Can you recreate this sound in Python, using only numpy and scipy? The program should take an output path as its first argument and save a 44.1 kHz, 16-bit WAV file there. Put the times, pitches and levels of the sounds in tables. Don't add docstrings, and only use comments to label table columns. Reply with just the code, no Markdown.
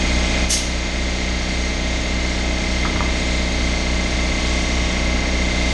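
import sys
import numpy as np
from scipy import signal
from scipy.fft import rfft, irfft, next_fast_len
from scipy.io import wavfile
from scipy.ndimage import uniform_filter1d, minimum_filter1d, map_coordinates

SR = 44100
rng = np.random.default_rng(int(sys.argv[2]) if len(sys.argv) > 2 else 0)


def digitize_waveform(pressure):
    field = np.atleast_2d(pressure).T
    bounded = np.clip(field, -1, 1)
    quanta = np.round(bounded * 32767).astype(np.int16)
    wavfile.write(sys.argv[1], SR, quanta)


N = 252685

STROKE_HZ = 30.93
TOP_HZ = 13400


def amp(db):
    return 10 ** (np.asarray(db) / 20)


def unit(x):
    return x / np.sqrt(np.mean(x ** 2) + 1e-20)


def clock():
    return np.arange(N) / SR


def along(points, hz):
    f, v = np.transpose(points)
    return np.interp(np.log(hz + 1), np.log(f + 1), v)


def wobble(rate):
    knots = rng.standard_normal(int(N * rate / SR) + 4)
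    return map_coordinates(knots, [clock() * rate])


def filtered(x, response):
    size = next_fast_len(N + SR // 2)
    hz = np.fft.rfftfreq(size, 1 / SR)
    return irfft(rfft(x, size) * response(hz), size)[:N]


def coloured(x, spectrum):
    return unit(filtered(x, lambda hz: amp(along(spectrum, hz))))


def tone(turns):
    return np.sqrt(2) * np.cos(2 * np.pi * turns)


def patchy(x, depth_db):
    bands = signal.stft(x, nperseg=512)[2]
    field = uniform_filter1d(rng.standard_normal(bands.shape), size=6, axis=0)
    field = uniform_filter1d(field, size=60, axis=1)
    return unit(signal.istft(bands * amp(depth_db * unit(field)), nperseg=512)[1][:N])


# (frequency [Hz], time to fall 60 dB [s])
GARAGE_DECAY = [(200, 0.52), (2000, 0.48), (6000, 0.56), (12000, 0.35)]


def garage(x, wet_db):
    hz, t, noise = signal.stft(rng.standard_normal(SR // 2), SR, nperseg=256)
    decay = amp(-60 * t / along(GARAGE_DECAY, hz)[:, None])
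    tail = signal.istft(noise * decay, SR, nperseg=256)[1]
    wet = signal.fftconvolve(x, tail / np.linalg.norm(tail))[:N]
    return (x + amp(wet_db) * wet) / np.hypot(1, amp(wet_db))


# (middle [s], half-length [s], level [dB])
SHUFFLES = [(2.97, .13, -26), (3.6, .12, -35)]
# (frequency [Hz], relative level [dB per Hz])
RUMBLE = [(50, -12), (85, 1), (103, 6), (135, -5), (300, -5), (450, -14), (700, -21), (2000, -82)]


def shuffle():
    push = sum(amp(db) * np.exp(-((clock() - s) / length) ** 4) for s, length, db in SHUFFLES)
    return push * coloured(rng.standard_normal(N), RUMBLE)


# (time [s], pitch ratio, relative ring level [dB], relative click level [dB])
KNOCKS = [(2.8515, 1.03, -17, -21), (2.8575, .99, -22, -27), (2.870, 1.06, -27, -29),
          (2.9595, 1.0, -22.5, -25), (2.972, 1.0, -32, -28), (3.0065, .98, -13.3, -26),
          (3.016, .98, -24, -31), (3.027, .9, -24, -33)]
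# (frequency before the pitch ratio [Hz], relative level [dB], time to fall 60 dB [s])
OBJECT_MODES = [(300, -14, .05), (1010, -6, .04), (1130, -6, .03), (1215, 0, .052), (1310, -11, .035),
                (1735, -11, .05), (1930, -17, .025)]


def knocks():
    t, out = np.arange(SR // 3) / SR, np.zeros(N)
    band = signal.butter(3, [950, 2200], "band", fs=SR, output="sos")
    contact = 1 - np.exp(-t / 0.00012)
    for s, ratio, ring_db, click_db in KNOCKS:
        ring = np.zeros(len(t))
        for hz, db, t60 in OBJECT_MODES:
            mode_db = db + rng.standard_normal() - 60 * t / t60
            ring += amp(mode_db) * np.sin(2 * np.pi * ratio * hz * t)
        click = amp(-60 * t / 0.051) * unit(signal.sosfilt(band, rng.standard_normal(len(t))))
        out[round(s * SR):][:len(t)] += contact * (amp(ring_db) * ring + amp(click_db) * click)
    return garage(out, wet_db=-8)


# (frequency [Hz], relative level [dB per Hz])
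JET = [(700, -16), (1200, -15.5), (2000, -14), (3000, -5), (4300, -4.5), (5400, -3), (5900, 0), (6400, 4.5),
       (7200, -7), (9000, -6.5), (10300, -13.5), (11050, -9), (11500, -21), (13300, -30)]
SQUEEZE_AT_S, OPEN_S, HOLD_S, SHUT_DB_PER_S = 0.4833, 0.037, 0.018, 174
SPRAY_DB = -12.5
JET_BRIGHT_HZ, JET_DARKENS = 5200, 0.66
ECHO_S, ECHO_DB = 0.075, -12


def spray_gun():
    t = clock() - SQUEEZE_AT_S
    opening = np.sin(np.pi / 2 * np.clip(t / OPEN_S, 0, 1)) ** 2
    shut_db = -SHUT_DB_PER_S * np.maximum(t - OPEN_S - HOLD_S, 0)
    sputter_db = 1.2 * wobble(140)
    jet = opening * amp(SPRAY_DB + shut_db + sputter_db) * coloured(rng.standard_normal(N), JET)
    body = filtered(jet, lambda hz: 1 / (1 + (hz / JET_BRIGHT_HZ) ** 6))
    top = amp(JET_DARKENS * shut_db) * (jet - body)
    echo = amp(ECHO_DB) * np.roll(body, round(ECHO_S * SR))
    return garage(body + top, wet_db=-6.0) + echo


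# (frequency [Hz], relative level [dB rms])
FRAME = [(49.7, -40), (108.4, -42), (151, -39.5)]
MOTOR_HZ = 58.41


def motor(shaft_db, mains_db, frame_db):
    t = clock()
    shaft = amp(shaft_db) * tone(MOTOR_HZ * (t - .1737))
    mains = amp(mains_db) * tone(120 * t)
    frame = sum(amp(frame_db + db + 1.0 * wobble(2.92)) * tone(hz * t + rng.random()) for hz, db in FRAME)
    return shaft + mains + frame


# (frequency [Hz], relative level [dB per Hz])
AIR_BODY = [(20, -10), (45, 18.5), (75, 4), (105, 14), (135, -1.5), (195, 11.5), (270, 7), (450, -1),
            (650, 3.5), (900, -6.5), (1200, -6), (1600, -2.5), (2200, 2.5), (2900, -1.5), (4200, -3.5)]
# (frequency [Hz], relative level [dB per Hz])
AIR_FIZZ = [(1500, -20.5), (2900, -6.5), (3600, -3), (4400, -2), (5000, -9.5), (5700, -5), (6150, -9),
            (6550, -7), (7000, -10.5), (8600, -18), (10000, -29), (11200, -39), (11800, -82)]


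def intake(strokes, body_db, fizz_db, pulsing, edge_hz):
    gulp = 1 + pulsing * np.cos(2 * np.pi * (strokes + 0.15))
    body = coloured(rng.standard_normal(N), AIR_BODY)
    body = filtered(body, lambda hz: 1 / np.sqrt(1 + (hz / edge_hz) ** 16))
    fizz = patchy(coloured(rng.standard_normal(N), AIR_FIZZ), depth_db=1.46)
    body_gain = amp(body_db + 0.74 * wobble(5.15))
    fizz_gain = amp(fizz_db + 1.1 * wobble(6))
    return gulp * (body_gain * body + fizz_gain * fizz)


# (frequency [Hz], relative level [dB per Hz])
CLATTER = [(250, -48), (400, -39), (750, -2), (1000, -5.5), (1350, -6.5), (1800, -5.5), (2200, -2.5),
           (2700, -10), (3600, -4.5), (4600, -3.5), (5500, -9), (7000, -14), (9500, -31.5), (11200, -43),
           (12000, -78)]
CLATTER_FALL_DB_PER_S = 0.2


def clatter(strokes, level_db, unlike_db, uneven_db, slap):
    size = 8192
    k = np.arange(size // 2 + 1)
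    line_db = unlike_db * (k % 2) + uneven_db * (2 * rng.random(len(k)) - 1)
    lines = amp(line_db) * (k * STROKE_HZ / 2 < TOP_HZ)
    lines[[row[0] for row in CASING + SWELLS]] = 0
    turn = irfft(lines * np.exp(2j * np.pi * rng.random(len(k))))
    rattle = map_coordinates(turn, [strokes / 2 % 1 * size], mode="grid-wrap")
    reversal = np.exp(-((2 * strokes + 0.19) % 1) / 0.21)
    easing = amp(-CLATTER_FALL_DB_PER_S * clock())
    return easing * amp(level_db) * coloured(rattle * (1 + slap * reversal), CLATTER)


# (multiple of the crank rate, relative level [dB rms])
CASING = [(9, -52), (13, -50), (15, -48), (17, -52), (19, -51), (23, -46), (24, -47), (25, -50), (26, -45),
          (27, -52), (28, -42), (29, -49), (30, -46), (31, -52), (32, -49), (33, -51), (35, -48), (36, -41),
          (38, -46), (39, -42), (40, -48), (41, -39), (42, -45), (45, -43.5), (46, -45), (48, -49),
          (52, -49), (53, -45), (54, -46), (55, -50), (58, -50), (60, -51), (62, -48), (64, -51), (69, -51),
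          (70, -49), (84, -49), (86, -50), (100, -49), (106, -48), (109, -48), (114, -51), (120, -49),
          (133, -44.5), (139, -47), (140, -44), (144, -47), (146, -46), (148, -46), (150, -44), (164, -44),
          (174, -49), (176, -50), (185, -50), (188, -50), (206, -43), (212, -47), (230, -47), (232, -47),
          (238, -47), (240, -47), (288, -48), (312, -52), (348, -52)]
# (multiple of the crank rate, time loudest [s], rise [s], fall [s],
# relative resting level [dB rms], swell [dB])
SWELLS = [(34, 5.4, .6, .6, -46, 6), (72, 4.95, 1.7, .7, -58, 17), (122, 1.3, .55, 1.5, -46.5, 7.5),
          (160, .3, 1, 1.1, -51, 12)]


def casing(strokes, level_db, waver_db):
    t = clock()
    lines = [(k, db + level_db) for k, db in CASING]
    for k, s, rise, fall, rest_db, swell_db in SWELLS:
        bump = np.exp(-((t - s) / np.where(t < s, rise, fall)) ** 2)
        lines.append((k, rest_db + swell_db * bump))
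    return sum(amp(db + waver_db * wobble(6)) * tone(k * strokes / 2 + rng.random()) for k, db in lines)


# (delay [s], pitch [Hz], swell time [s], level before the room [dB rms],
# rise [dB per s], timing scatter [s])
VALVES = [(.0142, 2080, .0054, -30.8, .45, .000015), (.0215, 2148, .0077, -44, .3, .00015),
          (.030, 6540, .0025, -42.5, -.15, .000055), (.0043, 6450, .0053, -44, -.15, .00006)]


def valves():
    t, out = np.arange(SR // 12) / SR, np.zeros(N)
    beats = np.arange(-2, int(N / SR * STROKE_HZ) + 1)[:, None] / STROKE_HZ
    cylinder_db = .9 * np.cos(np.pi * STROKE_HZ * beats)
    for delay, hz, swell, db, rise, scatter in VALVES:
        chance = rng.standard_normal((len(beats), 2))
        size = amp(rise * beats + cylinder_db + 1.5 * chance[:, :1])
        rings = size * t * np.exp(-t / swell) * tone(hz * (t + scatter * chance[:, 1:]))
        at = np.round((beats + delay) * SR).astype(int) + np.arange(len(t))
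        inside = (at >= 0) & (at < N)
        out += amp(db) * unit(np.bincount(at[inside], rings[inside], N))
    return garage(out, wet_db=-16)


# (multiple of the stroke rate, relative level [dB])
THROB = [(1, -2.5), (2, 2), (3, -24), (4, -27), (5, -13.5), (6, -6.5), (7, -17), (8, -10.5), (9, -12.5),
         (10, -11.5), (11, -14)]
GULPS = [(.879, 1), (.355, .75)]


def throb(strokes, level_db, waver_db):
    out = np.zeros(N)
    for k, db in THROB:
        gulps = -sum(size * np.exp(-2j * np.pi * k * at) for at, size in GULPS)
        spread = .007 * (k - 8) ** 2 + .02 * rng.standard_normal()
        shift = (k > 2) * (np.angle(gulps) / (2 * np.pi) - spread)
        waver = waver_db * min(k / 6, 1) * wobble(3.75)
        out += amp(db + waver) * tone(k * strokes + shift)
    return amp(level_db) * unit(out)


def scene():
    strokes = STROKE_HZ * (clock() - .012) + .0008 * wobble(8)
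    handling = shuffle() + knocks()
    drive = motor(shaft_db=-35.0, mains_db=-39.0, frame_db=-42.0)
    air = intake(strokes, body_db=-23.5, fizz_db=-31.0, pulsing=0.075, edge_hz=3150)
    rattle = clatter(strokes, level_db=-30.0, unlike_db=-3.5, uneven_db=10.0, slap=0.086)
    metal = casing(strokes, level_db=0.5, waver_db=1.46) + valves()
    pump = throb(strokes, level_db=-19.5, waver_db=0.14)
    return np.array([handling + spray_gun() + drive + air + rattle + metal + pump] * 2)


def gain_control(x, limit_db, release):
    power = uniform_filter1d(x[0] ** 2, size=round(SR / STROKE_HZ), mode="constant")
    level_db = 10 * np.log10(np.abs(power) + 1e-12)
    ahead = round(.045 * SR)
    excess = -minimum_filter1d(np.minimum(limit_db - level_db, 0), ahead, origin=-(ahead // 2))
    fade = np.exp(-clock() / release)
    cut_db = np.maximum.accumulate(excess / fade) * fade
    return x * amp(-uniform_filter1d(cut_db, size=400))


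def record(dry):
    levelled = gain_control(dry, limit_db=-16.0, release=3.2)
    return np.array([filtered(x, lambda hz: hz < TOP_HZ) for x in levelled])


dry = scene()
out = record(dry)
digitize_waveform(out)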